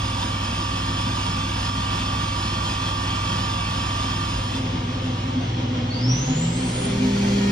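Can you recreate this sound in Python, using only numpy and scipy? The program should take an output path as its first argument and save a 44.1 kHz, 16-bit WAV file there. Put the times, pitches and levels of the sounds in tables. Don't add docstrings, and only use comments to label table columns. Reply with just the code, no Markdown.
import sys
import numpy as np
from scipy import signal
from scipy.fft import rfft, irfft
from scipy.io import wavfile
from scipy.ndimage import uniform_filter1d

SR = 44100
rng = np.random.default_rng(int(sys.argv[2]) if len(sys.argv) > 2 else 0)


def digitize_waveform(pressure):
    field = np.atleast_2d(pressure).T
    bounded = np.clip(field, -1, 1)
    quanta = np.round(bounded * 32767).astype(np.int16)
    wavfile.write(sys.argv[1], SR, quanta)


N = 331191
T = np.arange(N) / SR
F = np.maximum(np.fft.rfftfreq(N, 1 / SR), 1)
IDLE_HZ, FULL_HZ = 100, 200


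def undb(db):
    return 10 ** (np.asarray(db) / 20)


def colour(points, hz):
    point_hz, point_db = np.transpose(points)
    return undb(np.interp(np.log(hz), np.log(point_hz), point_db))


def resonance(hz, modes):
    return undb(sum(peak_db / (1 + (2 * (hz - centre_hz) / width_hz) ** 2)
                    for centre_hz, width_hz, peak_db in modes))


def level(points):
    return undb(np.interp(T, *np.transpose(points)))


def walk(knots_per_s):
    knots = rng.standard_normal(1024)
    return 1.75 * np.interp(T * knots_per_s, np.arange(len(knots)), knots)


def ease(middle_s, length_s):
    return .5 + .5 * np.sin(np.pi * np.clip((T - middle_s) / length_s, -.5, .5))


LEAD_HZ = 1384
# hz, side_minus_mid_db
PORT_WIDTH = [(100, -37), (250, -18), (400, -5), (900, 4.5), (1500, 0), (2000, -4.5), (3000, 2),
              (4200, -2.5), (5500, -6), (7000, 4.5), (8600, 11), (9800, 56)]


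def ports(hz):
    angle = np.arctan(colour(PORT_WIDTH, hz))
    return np.cos(angle), np.sin(angle) * np.sign(hz - LEAD_HZ)


def tone(phase, hz, waver, rate, pan_db=0):
    mid, side = ports(hz)
    lead = np.arctan2(side, mid)
    phase = phase + waver * walk(rate)
    right = undb(-pan_db)
    size = (1 + waver * walk(rate)) * 2 / np.sqrt(1 + right ** 2)
    return size * np.array([np.cos(phase + lead), right * np.cos(phase - lead)])


def standing_waves(db_per_unit, spacing_hz=45):
    knots = rng.standard_normal(2048)
    pattern = np.interp(F / spacing_hz, np.arange(len(knots)), knots)
    return undb(db_per_unit * np.minimum(F / 2000, 1) * pattern)


FLUTTER_DB_PER_UNIT, FLUTTER_KNOTS_PER_S, FLUTTER_OCTAVES = 1.2, 18, .08
# hz, left_minus_right_db
SIDE_BALANCE = [(280, 2), (520, -2), (750, 1.5), (950, -7.5), (1900, -2.5), (3000, -1.1), (5300, -2.5),
                (7000, 1)]


def noise(points, modes=(), direct=.5, lean=0, count=5):
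    gain = colour(points, F) * np.sqrt(SR / 2) * standing_waves(2) * resonance(F, modes)
    source, diffuse = rfft(rng.standard_normal((2, N))) * gain
    mid_gain, side_gain = ports(F)
    mid = source * mid_gain
    side = (diffuse + 1j * direct * source) * side_gain / np.sqrt(1 + direct ** 2)
    left = colour(SIDE_BALANCE, F) ** (lean / 2 * (F < SIDE_BALANCE[-1][0]))
    both = np.array([(mid + side) * left, (mid - side) / left])
    group = np.floor(np.log2(F) / FLUTTER_OCTAVES) % count
    out = np.zeros((2, N))
    for k in range(count):
        flutter = undb(FLUTTER_DB_PER_UNIT * walk(FLUTTER_KNOTS_PER_S))
        out += irfft(both * (group == k), N) * flutter
    return out


def enclosure(x, t60_s=.58, direct=.7):
    tail = rng.standard_normal((2, SR)) * undb(-60 * T[:SR] / t60_s)
    tail /= np.sqrt(np.sum(tail ** 2, axis=1)[:, None])
    mid, side = signal.fftconvolve(x[None], tail, axes=1)[:, :N]
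    mid_gain, side_gain = ports(F)
    mid = irfft(rfft(mid + direct * x) * mid_gain, N)
    side = irfft((rfft(side) + 1j * direct * rfft(x)) * side_gain, N)
    return np.array([mid + side, mid - side]) / np.sqrt(1 + direct ** 2)


ENCLOSURE_START_DB, SHOP_START_DB = 0, -16
# middle_s, length_s, enclosure_change_db, shop_change_db
PHONE_MOVES = [(2.2, 5.3, 0.45, 5), (4.438, 0.64, -11, 10), (5.44, 0.43, -10, 1.84)]


def place():
    inside_db, shop_db = ENCLOSURE_START_DB, SHOP_START_DB
    for middle_s, length_s, enclosure_change_db, shop_change_db in PHONE_MOVES:
        done = ease(middle_s, length_s)
        inside_db = inside_db + enclosure_change_db * done
        shop_db = shop_db + shop_change_db * done
    return undb(inside_db), undb(shop_db)


BACK_S, BACK_LENGTH_S, BACK_RISE_DB = 7.07, .5, 3.5


def turn_back():
    return undb(BACK_RISE_DB * (ease(BACK_S, BACK_LENGTH_S) - .5))


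# hz, density_db_per_hz
SHOP_SPECTRUM = [(25, -73), (50, -65.5), (100, -58.5), (170, -57.5), (300, -60), (420, -65), (900, -69.5),
                 (1200, -69), (1700, -75), (2100, -75.5), (3200, -70.5), (4200, -78), (6000, -82),
                 (10500, -104.5), (15500, -104)]
# centre_hz, width_hz, peak_db
SHOP_RESONANCES = [(249, 18, 6), (512, 32, 8.5), (771, 20, 10.5), (900, 10, 13), (965, 45, 8),
                   (2710, 40, 4), (3300, 160, 2.2)]
# pitch_hz, level_inside_db, level_at_panel_db
HUM_LINES = [(42.4, -45, -49), (60, -34.5, -39.5), (72.8, -42, -49.5), (120.2, -38.5, -30.5),
             (164.9, -44.5, -41), (175.2, -51.5, -42.5), (230, -60.5, -52.5), (241.7, -49.5, -35),
             (267.3, -41, -46), (297.7, -55.5, -46.5), (347, -49, -52.5), (508, -62.5, -45),
             (531.3, -50, -53), (782, -50, -58)]
PUMP_HZ, PUMP_SLIP_RAD_PER_UNIT = 257, .6
# time_s, level_db
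PUMP_LEVEL_TRACK = [(4.35, -63), (4.38, -42.5), (4.67, -30), (4.71, -49), (4.75, -22.5), (4.79, -41),
                    (4.95, -27.5), (5.0, -44), (5.06, -31), (5.23, -39), (5.24, -31), (5.35, -32),
                    (5.38, -22.5), (5.52, -48), (5.63, -28.5), (5.68, -40), (5.74, -29), (5.8, -49),
                    (5.88, -29), (5.91, -38.5), (6.09, -26), (6.25, -37.5), (6.32, -23), (6.37, -40),
                    (6.67, -28), (6.68, -46), (6.77, -38), (6.81, -43), (6.87, -26.5), (6.95, -40),
                    (7.03, -20.5), (7.22, -42), (7.39, -30), (7.41, -41), (7.45, -32), (7.5, -41)]


def machines(shop):
    out = shop * noise(SHOP_SPECTRUM, SHOP_RESONANCES, direct=.15)
    outside = (shop - shop.min()) / np.ptp(shop)
    for pitch_hz, inside_db, panel_db in HUM_LINES:
        phase = 2 * np.pi * (pitch_hz * T + rng.random())
        line = tone(phase, pitch_hz, waver=min(pitch_hz / 1200, .6), rate=10)
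        out += undb(inside_db + outside * (panel_db - inside_db)) * line
    pump_phase = 2 * np.pi * PUMP_HZ * T + PUMP_SLIP_RAD_PER_UNIT * walk(20)
    drone = tone(pump_phase, PUMP_HZ, waver=.1, rate=13)
    return out + level(PUMP_LEVEL_TRACK) * drone


KNOCK_S, KNOCK_HZ, KNOCK_DB = 5.405, 705, -35
# middle_s, pitch_hz, peak_db
THUDS = [(4.39, 49.3, -23.5), (7.35, 68, -30)]


def bumps(half_length_s=0.032, t60_s=0.25):
    out = np.zeros(N)
    for middle_s, pitch_hz, peak_db in THUDS:
        t = T - middle_s
        out += undb(peak_db) * np.exp(-(t / half_length_s) ** 2) * np.sin(2 * np.pi * pitch_hz * t)
    t = np.maximum(T - KNOCK_S, 0)
    return out + undb(KNOCK_DB - 60 * t / t60_s) * np.sin(2 * np.pi * KNOCK_HZ * t)


DOOR_S, DOOR_HALF_S, DOOR_DB = 4.54, 0.14, 4.5
# hz, density_db_per_hz
HISS_SPECTRUM = [(25, -83), (50, -58.5), (90, -67), (170, -55), (260, -59), (400, -72.5), (700, -67),
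                 (1400, -68), (2100, -76.5), (3000, -70), (4000, -74.5), (7000, -82.5), (10500, -86.5),
                 (15500, -94.5)]
# centre_hz, width_hz, peak_db
HISS_RESONANCES = [(336, 23, 4.6), (915, 50, 4), (960, 50, 9), (1520, 180, 1.5), (1870, 110, 6),
                   (2590, 150, 6.5), (2870, 100, 6), (3130, 55, 9), (3240, 80, 7), (3420, 90, 4.5),
                   (3540, 120, 10.5), (4140, 70, 4.5), (4350, 150, 3), (4540, 50, 5), (4770, 50, 4.5),
                   (4950, 80, 7.5), (5040, 70, 9.5), (5210, 110, 7), (5350, 90, 13), (6330, 140, 4),
                   (6800, 900, 6.5), (8730, 860, 9.8)]


def seal_air(inside):
    hiss = noise(HISS_SPECTRUM, HISS_RESONANCES, direct=0.89, lean=1)
    door = undb(DOOR_DB * np.exp(-((T - DOOR_S) / DOOR_HALF_S) ** 2))
    return inside * door * hiss


# hz, density_db_per_hz
WINDAGE_SPECTRUM = [(100, -61), (330, -72.5), (600, -66), (800, -76.5), (1200, -79), (2000, -74),
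                    (3200, -81.5), (4400, -77), (6000, -75.5), (8000, -80), (11000, -86), (15500, -101)]
# centre_hz, width_hz, peak_db
WINDAGE_RESONANCES = [(1960, 120, -1), (2480, 160, 4), (3230, 110, 9), (4180, 160, 9), (4630, 250, 3)]


def windage(speed):
    rise = (speed - IDLE_HZ) / (FULL_HZ - IDLE_HZ)
    return rise * turn_back() * noise(WINDAGE_SPECTRUM, WINDAGE_RESONANCES, direct=.2)


PULL_S, RELEASE_S, SWITCH_S = 5.901, 6.868, .004
WHINE_SOURCE_DB = -38
# multiple_of_speed, relative_level_at_full_speed_db, power_of_speed
SLOT_LINES = [(44, 0, 0), (36, -5.5, 6)]
# centre_hz, width_hz, peak_db
CASING_RESONANCES = [(4510, 110, 4.5), (5270, 160, 4), (5780, 520, 11.5), (7240, 220, 9), (8750, 300, 3)]


def drive(speed, angle, ripple_rad_per_unit=.62):
    wobble = ripple_rad_per_unit * walk(100)
    whine = np.zeros(N)
    for order, relative_db, power in SLOT_LINES:
        whine += undb(relative_db) * (speed / FULL_HZ) ** power * np.cos(order * angle + wobble)
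    pull = np.clip(np.minimum(T - PULL_S, RELEASE_S - T) / SWITCH_S, 0, 1)
    casing = resonance(SLOT_LINES[0][0] * speed, CASING_RESONANCES)
    return enclosure(np.sqrt(2) * undb(WHINE_SOURCE_DB) * pull * casing * whine)


# multiple_of_speed, level_at_full_speed_db
HOUSING_LINES = [(2, -40.5), (3, -51.5), (7, -53), (9.34, -53), (11.385, -53), (12, -53), (12.7, -53),
                 (16, -53), (22.32, -59), (22.66, -59)]
# centre_hz, width_hz, peak_db
HOUSING_RESONANCES = [(340, 42, 2.5), (405, 22, 7.5)]


def housing(speed):
    return turn_back() * (speed / FULL_HZ) ** 7


def housing_lines(speed, angle):
    out = np.zeros((2, N))
    growth = housing(speed)
    for order, level_db in HOUSING_LINES:
        line = tone(order * angle, order * FULL_HZ, waver=min(.025 * order ** 2, .8), rate=36)
        out += undb(level_db) * growth * resonance(order * speed, HOUSING_RESONANCES) * line
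    return out


DAMPED_HZ = 6700
# multiple_of_speed, level_db, left_minus_right_inside_db
BEARING_LINES = [(9, -42, -7.5), (10, -47.5, -15), (10.55, -51, -10), (11.475, -35.3, -14),
                 (11.935, -36, -1), (13, -56, -12), (14, -57, -10), (15, -56, -2), (16, -50, -15),
                 (18, -47, -13), (22.49, -55, 0), (22.95, -50, 2.5), (23.41, -53, -5), (25, -52, 5),
                 (25.62, -52, 0), (26.49, -51, 0), (27, -53, -4.5), (29, -50.5, -3), (34, -50.5, 3),
                 (34.48, -55, 6), (43, -56, 0), (44, -55.5, 0), (53.1, -55, -3), (63, -59, 0)]
# time_s, gain_db
BEARING_REACH = [(0, -1), (2.6, 0), (3.3, 1.5), (4.2, 0), (4.45, -4), (4.56, -8), (5.3, -7.5), (5.55, -19)]


def bearings(speed, angle, inside):
    out = np.zeros((2, N))
    near = np.minimum(inside, 1)
    reach = level(BEARING_REACH)
    for order, level_db, pan_db in BEARING_LINES:
        waver = min(0.00082 * order ** 2, .65)
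        line = tone(order * angle, order * IDLE_HZ, waver=waver, rate=18, pan_db=pan_db * near)
        damping = 1 / (1 + (order * speed / DAMPED_HZ) ** 16)
        out += undb(level_db) * reach * damping * line
    return out


MOUNT_IDLE_DB, MOUNT_DB_PER_OCTAVE = -30.5, -15.5
# centre_hz, width_hz, level_db
FRAME_RESONANCES = [(122.1, 2.8, -14.5), (131, 1.7, -14.6), (151.7, 5.5, -25.2), (167.9, 7.9, -21.9),
                    (182.4, 3.8, -29.2), (199.7, 1.2, -19.3)]


def frame(speed, angle):
    push = tone(angle, IDLE_HZ, waver=.02, rate=5)
    mount_db = MOUNT_IDLE_DB + MOUNT_DB_PER_OCTAVE * np.log2(speed / IDLE_HZ)
    out = undb(mount_db) * push
    for k, (centre_hz, width_hz, level_db) in enumerate(FRAME_RESONANCES):
        b, a = signal.iirpeak(centre_hz, centre_hz / width_hz, fs=SR)
        out += (-1) ** k * undb(level_db) * signal.lfilter(b, a, push)
    return out


def spindle(speed, angle, inside):
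    return frame(speed, angle) + bearings(speed, angle, inside) + housing_lines(speed, angle)


RAMP_S, RAMP_HZ_PER_S, KNEE_HZ = 5.933, 180, 131
LIMIT_HZ, DRAG_PER_S = 368, .29
EASE_S = .09


def shaft_speed():
    ramp = IDLE_HZ + RAMP_HZ_PER_S * (T - RAMP_S)
    past_knee_s = np.maximum(ramp - KNEE_HZ, 0) / RAMP_HZ_PER_S
    shortfall = (LIMIT_HZ ** 2 - KNEE_HZ ** 2) * np.exp(-DRAG_PER_S * past_knee_s)
    powered = np.sqrt(LIMIT_HZ ** 2 - shortfall)
    speed = np.clip(np.minimum(ramp, powered), IDLE_HZ, FULL_HZ)
    return uniform_filter1d(speed, size=int(EASE_S * SR))


SWING_S, SWING_LENGTH_S, SWING_M, SOUND_M_PER_S = 4.45, .5, .5, 343


def shaft_angle(speed):
    late_s = SWING_M * ease(SWING_S, SWING_LENGTH_S) / SOUND_M_PER_S
    return 2 * np.pi * (np.cumsum(speed) / SR - speed * late_s)


def scene():
    speed = shaft_speed()
    angle = shaft_angle(speed)
    inside, shop = place()
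    background = machines(shop) + bumps()
    air = seal_air(inside) + windage(speed)
    return background + air + drive(speed, angle) + spindle(speed, angle, inside)


def record(dry):
    rumble_cut = signal.butter(2, 22, "high", fs=SR, output="sos")
    top_cut = signal.ellip(8, .2, 70, 15600, fs=SR, output="sos")
    return signal.sosfilt(top_cut, signal.sosfilt(rumble_cut, dry))


dry = scene()
out = record(dry)
digitize_waveform(out)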